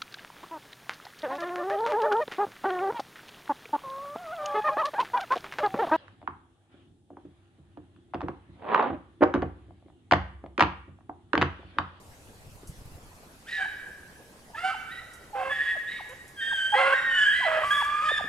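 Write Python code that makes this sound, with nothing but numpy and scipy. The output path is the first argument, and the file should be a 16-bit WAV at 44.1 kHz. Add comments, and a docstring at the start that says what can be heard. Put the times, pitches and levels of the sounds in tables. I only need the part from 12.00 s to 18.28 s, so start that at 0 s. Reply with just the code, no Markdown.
"""A pack of hounds at the edge of a bare wood, heard from some way off, for about six seconds.
First there is only steady hiss and light wind rumble (shaped noise), two dull bumps, a tick and a gust.
From about 1.5 s hounds call in clusters: high squeals, low hoarse bays and quick, mostly falling pitch
breaks, built from harmonics and breath noise. The trunks answer with scattered, fading reflections.
From 4.4 s the calls crowd together; a rustle follows at 5.6 s, and a last bump and gust near the end."""
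import sys
import numpy as np
from scipy import signal
from scipy.fft import rfft, irfft, next_fast_len
from scipy.io import wavfile
from scipy.ndimage import uniform_filter1d

SR = 44100
rng = np.random.default_rng(int(sys.argv[2]) if len(sys.argv) > 2 else 0)


def digitize_waveform(pressure):
    """Quantize a signal to 16-bit integers and store it at the path in sys.argv[1].

    Rows of a 2-D input are taken as channels; values are limited to [-1, 1].
    """
    field = np.atleast_2d(pressure).T
    bounded = np.clip(field, -1, 1)
    quanta = np.round(bounded * 32767).astype(np.int16)
    wavfile.write(sys.argv[1], SR, quanta)


N = 277124  # samples in the scene


def gain_of(db):
    """Turns decibels into a factor."""
    return 10 ** (np.asarray(db) / 20)


def evened(x):
    """Scales a sound to rms 1."""
    return x / np.sqrt(np.mean(x ** 2) + 1e-20)


def read(points, hz):
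    """Reads a table between its points on a log-frequency axis."""
    f, value = np.transpose(points)
    return np.interp(np.log(hz + 1), np.log(f + 1), value)


def add(mix, s, sound, pan_db):
    """Adds a sound at s seconds; pan_db is how much louder the left is than the right."""
    part = mix[:, max(round(s * SR), 0):][:, :len(sound)]
    part += gain_of([[pan_db / 2], [-pan_db / 2]]) * sound[:part.shape[1]]


def wander(count, span):
    """Smooth random drift of rms 1 that changes over span samples."""
    span = max(int(span), 1)
    return evened(uniform_filter1d(uniform_filter1d(rng.standard_normal(count), span), span))


# How the throat colours bays and all breath: (frequency [Hz], level [dB])
THROAT = [(600, 4), (1300, 8), (2100, -1.5), (3000, -3.5), (3900, -20.5), (4800, -19), (5800, -30),
          (9000, -26), (13000, -50)]


def throat_db(hz):
    """The throat passes some frequencies more easily than others."""
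    return read(THROAT, hz)


def treble_lift(treble_db, hz):
    """Lifts (or lowers) the treble band between about 4100 and 8100 Hz."""
    return treble_db / (1 + (4100 / hz) ** 8 + (hz / 8100) ** 8)


def voice(tones_db, opening_s, rows, lift_db, rough, treble_db=0, breath_db=0):
    """Harmonics on the pitch curve; unsteady folds break up the overtones and breath fills the gaps."""
    s, hz, db = np.transpose(rows)
    t = np.arange(s[0], s[-1], 1 / SR)
    rough = np.clip(rough, 0, 1)
    pitch = np.interp(t, s, hz)
    muffled_db = -14 * np.exp(-(t - s[0]) / opening_s)  # overtones and breath grow as the mouth opens

    # count the turns of the folds, with a slow drift and a faster roughness in the pitch
    unsteady = 1 + 0.00755 * wander(len(t), 500) + 0.05 * rough * wander(len(t), 50)
    turns = np.cumsum(pitch * unsteady) / SR
    tone = np.cos(2 * np.pi * turns)
    for k in range(2, 1 + int(11000 / hz.max())):  # each overtone bends, breaks and slips on its own
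        slip = 2 * np.pi * rng.random() + 0.9 * k * rough * wander(len(t), 300)
        broken_db = 8 * rough * wander(len(t), 300)
        overtone_db = tones_db(k, pitch) + treble_lift(treble_db, k * pitch) + lift_db
        overtone_db = overtone_db + muffled_db + broken_db
        tone += gain_of(overtone_db) * np.cos(2 * np.pi * k * turns + slip)
    flutter_db = 1.55 * wander(len(t), 620)
    growl_db = 4.5 * rough * wander(len(t), 148)
    tone *= gain_of(flutter_db + growl_db)

    # breath comes in one puff per turn of the folds, coloured by the throat
    puffs = (0.13 + np.exp(-(turns % 1) / 0.067)) * rng.standard_normal(len(t))
    bins = np.fft.rfftfreq(len(t), 1 / SR)
    colour = gain_of(throat_db(bins) + treble_lift(treble_db, bins + 1))
    colour /= 1 + (hz.mean() / (bins + 1)) ** 8  # little breath under the fundamental
    breath = evened(irfft(rfft(puffs) * colour, len(t))) * np.std(tone)
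    breath *= gain_of(muffled_db + breath_db)

    edge = np.minimum(1, np.minimum(t - s[0], s[-1] - t) / 0.0035)  # fades both ends against clicks
    effort = gain_of(np.interp(t, s, db))
    return effort * edge * (np.sqrt(2) * tone + rough * breath)


# How each voice slides onto its note: (start pitch / note [ratio], slide [s])
SLIDES = {"hoarse": (.91, .038), "scooping": (.85, .038), "clear": (1.012, .035), "eager": (.94, .04),
          "thin": (1.015, .055), "deep": (.94, .05), "blunt": (1.08, .018), "gruff": (1.3, .026),
          "round": (.96, .03), "ringing": (1.02, .025), "brassy": (.84, .04)}
# Voices whose throat differs from the rest: (treble lift [dB], extra breath [dB])
GRAINS = {"deep": (-7, 1.5), "gruff": (-1.5, 4.5), "brassy": (5, -5)}


def short_call(who, manner, s, length, note_hz, end_hz, db):
    """A hound slides onto the note, bursts and holds: gives rows, overtone lift, roughness and grain."""
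    ratio, slide_s = SLIDES[who]
    start_db, burst_db, settle_s, lift_db, rough = manner
    t = np.linspace(0, length, 2 + int(length * 200))
    pitch_times = [0, min(slide_s, 0.9 * length), length]
    hz = np.interp(t, pitch_times, [ratio * note_hz, note_hz, end_hz])
    rise_db = start_db + (burst_db - start_db) * t / slide_s
    settle_db = burst_db * np.exp((slide_s - t) / settle_s)
    shape_db = np.where(t < slide_s, rise_db, settle_db)
    return np.transpose([s + t, hz, db + shape_db]), lift_db, rough, *GRAINS.get(who, ())


# Harmonics of a squeal, fundamental first, before the overtone lift: level [dB]
SQUEAL_TONES = [7.5, -0.5, -26.5, -29, -30, -32, -28]


def squeal_tones_db(k, hz):
    """Thin fold edges give a few fixed overtones; the narrow throat adds a high resonance."""
    ring_hz, ring_width_hz, ring_db = 7900, 1100, 8
    fixed_db = SQUEAL_TONES[k - 1] if k < 8 else -40
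    return fixed_db + ring_db * np.exp(-((k * hz - ring_hz) / ring_width_hz) ** 2)


# Short high calls: (voice, time [s], length [s], note [Hz], end pitch [Hz], level before shaping [dB])
SQUEALS = [("thin", 1.525, .115, 1730, 1570, -37), ("hoarse", 2.545, 0.051, 1860, 2000, -43.5),
           ("hoarse", 2.69, .045, 1340, 1350, -36.5), ("scooping", 2.885, 0.116, 1920, 1920, -43.5),
           ("clear", 3.495, .24, 1712, 1680, -33), ("thin", 3.51, .21, 1870, 1873, -36.5),
           ("scooping", 3.855, .135, 1910, 1874, -40.5), ("hoarse", 3.91, .12, 2230, 2180, -49.5),
           ("clear", 4.405, .145, 1820, 1795, -39), ("hoarse", 4.74, .14, 2050, 2020, -30),
           ("hoarse", 4.775, .14, 1390, 1470, -30), ("hoarse", 5.32, .16, 2000, 1980, -31),
           ("eager", 5.705, .115, 1700, 1690, -26), ("eager", 6.085, 0.1005, 1810, 1740, -29.5)]
# Each high voice: (start [dB], burst or dip on reaching the note [dB], its settling time [s],
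# overtone lift [dB], roughness [0-1]); a negative time makes the burst or dip grow instead
HIGH_VOICES = {"hoarse": (2, 0, 0, -21.5, 0.41), "scooping": (-9, 0, .04, -8.5, 0.39),
               "clear": (1.5, 8, 0.02, -13, 0.15), "eager": (2.5, -1.5, -0.7, -6.5, 0.14),
               "thin": (-2.5, 4.5, -0.2, -31, 0.19)}
# Squeals with a detailed pitch and effort curve: (overtone lift [dB], roughness [0-1],
# treble lift [dB]), then rows of (time [s], pitch [Hz], effort [dB])
HOWLS = [ ((-14, .55, 10.5), [(1.455, 1250, -61), (1.49, 1880, -40), (1.53, 1892, -40), (1.59, 1860, -39)]),
         ((-2.2, 0.1, .1), [(4.36, 1650, -57.5), (4.4, 1593, -36), (4.55, 1594, -34), (4.61, 1539, -30.5),
         (4.79, 1641, -34)]), ((-25, 0.04, 16), [(4.922, 1498, -25), (4.936, 1600, -18.5),
         (4.946, 1876, -25.5), (5.14, 1827, -30.5), (5.2, 1726, -21.5), (5.28, 1647, -22),
         (5.42, 1650, -45)]), ((0.6, 0.25, -3.5), [(5.09, 1524, -42), (5.15, 1452, -31.5),
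         (5.25, 1525, -30), (5.3, 1613, -34), (5.45, 1590, -41)]), ((-18, 0.2, 11), [(5.63, 1120, -28),
         (5.72, 1200, -27.5), (5.8, 1150, -30), (6.048, 1246, -29), (6.1, 1216, -31.5)])]


def squeals(dogs):
    """High calls on the thin edges of the folds, some with a detailed pitch and effort curve."""
    calls = [short_call(who, HIGH_VOICES[who], *row) for who, *row in SQUEALS]
    calls += [(rows, *manner) for manner, rows in HOWLS]
    for call in calls:
        start_s = call[0][0][0]
        add(dogs, start_s, voice(squeal_tones_db, 0.0037, *call), -1.5)


# Short low calls: (voice, time [s], length [s], note [Hz], end pitch [Hz], level before shaping [dB])
BAYS = [("ringing", 1.568, .085, 778, 776, -41.5), ("blunt", 2.533, .03, 890, 900, -44),
        ("round", 2.615, .1, 756, 767, -34), ("brassy", 2.558, .15, 705, 695, -53),
        ("blunt", 3.329, .108, 814, 750, -34), ("deep", 3.35, .17, 528, 542, -38.5),
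        ("deep", 4.09, 0.05, 521, 521, -48), ("blunt", 4.724, .036, 825, 815, -22.5),
        ("gruff", 4.77, .065, 750, 745, -33.5), ("deep", 4.75, .195, 540, 545, -30),
        ("blunt", 5.41, .036, 1010, 945, -34), ("gruff", 5.445, .205, 640, 625, -31),
        ("brassy", 6.015, .085, 610, 615, -50)]
# Each low voice: (start [dB], burst or dip on reaching the note [dB], its settling time [s],
# overtone lift [dB], roughness [0-1]); a negative time makes the burst or dip grow instead
LOW_VOICES = {"deep": (-1.5, 0, -0.6, -4, 0.3545), "blunt": (-9, 4, 0.4, -21, 0.35),
              "gruff": (-2, 6, 0.1, -11, .42), "round": (-24, 4.5, 0.1, -3.5, 0.11),
              "ringing": (-25, 0.5, 0.2, 4.5, 0.35), "brassy": (-3, 2.5, 0, 15, .3)}


def bays(dogs):
    """Low calls on the whole folds, with overtones shaped by the throat."""
    def tones_db(k, hz):
        return throat_db(k * hz) - throat_db(hz)

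    for who, *row in BAYS:
        call = short_call(who, LOW_VOICES[who], *row)
        add(dogs, row[0], voice(tones_db, 0.024, *call), -3.2)


# Quick pitch breaks, mostly falling, many at the ends of squeals:
# (time [s], start pitch [Hz], end pitch [Hz], level midway [dB])
PITCH_BREAKS = [(1.639, 1530, 728, -51), (2.73, 1212, 768, -44), (3.75, 819, 569, -43.5),
                (3.988, 1320, 707, -45), (4.511, 1289, 770, -45.5), (5.388, 546, 790, -49.5),
                (5.803, 1200, 862, -35), (6.098, 1200, 480, -38), (6.161, 1790, 1689, -32),
                (6.19, 1070, 642, -37.5)]


def pitch_breaks(dogs):
    """Pitch breaks of 25 ms that swell to the end; in most, the folds slacken and the pitch drops."""
    for s, start_hz, end_hz, db in PITCH_BREAKS:
        middle_hz = np.sqrt(start_hz * end_hz)
        rows = [(s, start_hz, db - 1.0), (s + 0.0119, middle_hz, db), (s + 0.025, end_hz, db + 13)]
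        add(dogs, s, voice(lambda k, hz: -6.0 * (k - 1), 0.0048, rows, -8.5, 0.28), -1.5)


def pack():
    """Every call of the pack, before the wood answers."""
    dogs = np.zeros((2, N))
    squeals(dogs)
    bays(dogs)
    pitch_breaks(dogs)
    return dogs


# Reflections of the wood: (frequency [Hz], time to fade by 60 dB [s], level [dB])
WOOD = [(398, 0.68, -13), (1040, 1.07, -8.5), (1300, 1.66, -4), (1600, 1.28, -1.5), (4630, 0.81, -3)]


def wood(x):
    """Trunks scatter the sound: sparse taps of random sign, each band dying at its own speed."""
    size = 2 * SR
    taps = np.zeros((2, size))
    at = np.arange(400, size - 20, 20) + rng.integers(0, 20, (3, (size - 401) // 20))
    signs = rng.choice([-1., 1.], at.shape)
    np.put_along_axis(taps, at[1:], 0.74 * signs[1:], 1)
    taps[:, at[0]] += signs[0]  # the stronger reflections reach both ports alike
    taps /= np.sqrt((taps ** 2).mean() * SR)

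    hz, t, z = signal.stft(taps, SR, nperseg=256)
    f, t60, db = np.transpose(WOOD)
    t60 = np.interp(hz, f, t60)[:, None]
    db = np.interp(hz, f, db)[:, None]
    # the root makes the total energy of a band follow its level, however long it rings
    z *= gain_of(db - 60 * t / t60) * np.sqrt(2 * np.log(1000) / t60)
    answer = signal.istft(z, SR, nperseg=256)[1]
    return signal.fftconvolve(x, answer, axes=1)[:, :N]


# Phase by which the left port leads: (frequency [Hz], lead [rad])
PORTS = [(0, -0.36), (1030, 0.68), (15100, 1)]


def off_axis(dogs):
    """The pack stands off the axis of the port pair, so the left port's phase is turned."""
    size = next_fast_len(N)
    turn = np.exp(1j * read(PORTS, np.fft.rfftfreq(size, 1 / SR)))
    dogs[0] = irfft(rfft(dogs[0], size) * turn, size)[:N]
    return dogs


def bright_noise():
    """One second of treble noise at rms 1."""
    bright = signal.butter(4, [5500, 12000], "band", fs=SR, output="sos")
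    return evened(signal.sosfilt(bright, rng.standard_normal(SR)))


# Faint ticks close by: (time [s], approximate peak level [dB])
TICKS = [(0.6726, -37), (3.134, -39.5), (4.0896, -43), (4.2786, -42), (5.843, -38)]
# Treble swells, perhaps dry grass stirring: (time [s], length [s], level at the height of the swell [dB])
RUSTLES = [(5.6, 0.29, -52.5)]


def ticks():
    """Short bright puffs with a sharp start, and a longer rustle that swells and flickers."""
    out, t = np.zeros((2, N)), np.arange(SR) / SR
    for s, db in TICKS:
        fade_db = -60 * t / 0.16
        add(out, s, bright_noise() * gain_of(db - 11.5 + fade_db), 0)  # noise rms lies below its peaks
    for s, length, db in RUSTLES:
        swell = np.sin(np.pi * np.minimum(t / length, 1)) * gain_of(db + wander(SR, 900))
        add(out, s, bright_noise() * swell, -1)
    return out


# Dull bumps close by, perhaps gusts or a shifting hand: (time [s], level before rise and fade [dB])
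BUMPS = [(0.63, -41.5), (0.976, -44.5), (6.239, -35)]


def bumps():
    """Short low puffs of noise with a soft start."""
    rise_s, t60_s = 0.0057, 0.083
    out, t = np.zeros((2, N)), np.arange(SR // 4) / SR
    dull = signal.butter(2, [90, 420], "band", fs=SR, output="sos")
    for s, db in BUMPS:
        puff = evened(signal.sosfilt(dull, rng.standard_normal(len(t))))
        add(out, s, puff * np.minimum(t / rise_s, 1) * gain_of(db - 60 * t / t60_s), 0)
    return out


# How alike left and right are: (frequency [Hz], likeness [-1 to 1])
SAME = [(500, 0.85), (1640, -0.24), (8500, 0.36), (10300, 1)]


def noise(spectrum, patchy_db):
    """Two-channel noise of rms 1 from random short-time spectra with drifting patches."""
    frames, hz = N // 256 + 5, np.fft.rfftfreq(1024, 1 / SR)
    a, b, c, d, patches = rng.standard_normal((frames, 513, 5)).T
    patches = evened(uniform_filter1d(uniform_filter1d(patches, 10, 0), 8, 1))
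    same = np.clip(read(SAME, hz), -1, 1)[:, None]
    left = a + 1j * b
    right = same * left + np.sqrt(1 - same ** 2) * (c + 1j * d)
    z = np.array([left, right])
    z *= gain_of(read(spectrum, hz)[:, None] + patchy_db * patches)
    return evened(signal.istft(z, nperseg=1024, noverlap=768)[1][:, :N])


# Tone colour of the wind: (frequency [Hz], relative level per Hz [dB])
WIND = [(20, 1), (100, 6.5), (250, -16.5), (600, -37)]
# Strength of the wind before the thumps: (time [s], level [dB])
GUSTS = [(0, -57.5), (.9, -49.5), (1.3, -59.5), (5.3, -58.5), (6.28, -54)]


def wind():
    """Low rumble at the microphone ports; the stronger the gust, the more it breaks into thumps."""
    s, db = np.transpose(GUSTS)
    gust_db = np.interp(np.arange(N) / SR, s, db)
    thumps_db = 0.5 * (gust_db - gust_db.min()) * wander(N, 600)
    return gain_of(gust_db + thumps_db) * noise(WIND, 1.0)


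# Tone colour of the outdoor hiss: (frequency [Hz], relative level per Hz [dB])
HISS = [(90, -28), (150, 1), (824, -3.5), (1290, -8.5), (3500, -15), (8000, -16.5), (11800, -19.5),
        (15300, -35)]


def hiss():
    """Steady outdoor hiss: shaped noise with slight drifting patches, at -54 dB rms."""
    return gain_of(-54) * noise(HISS, 2.36)


def scene():
    """Pack and wood in front, then ticks, bumps, wind and hiss."""
    dogs = pack()
    dogs = off_axis(dogs + wood(dogs))
    return dogs + ticks() + bumps() + wind() + hiss()


def low_pass(x):
    """Removes everything above the highest recorded frequency."""
    return signal.sosfilt(signal.butter(12, 15480, fs=SR, output="sos"), x)


def record(dry):
    """Gives the finished mix as it is heard."""
    return low_pass(dry)


dry = scene()
out = record(dry)
digitize_waveform(out)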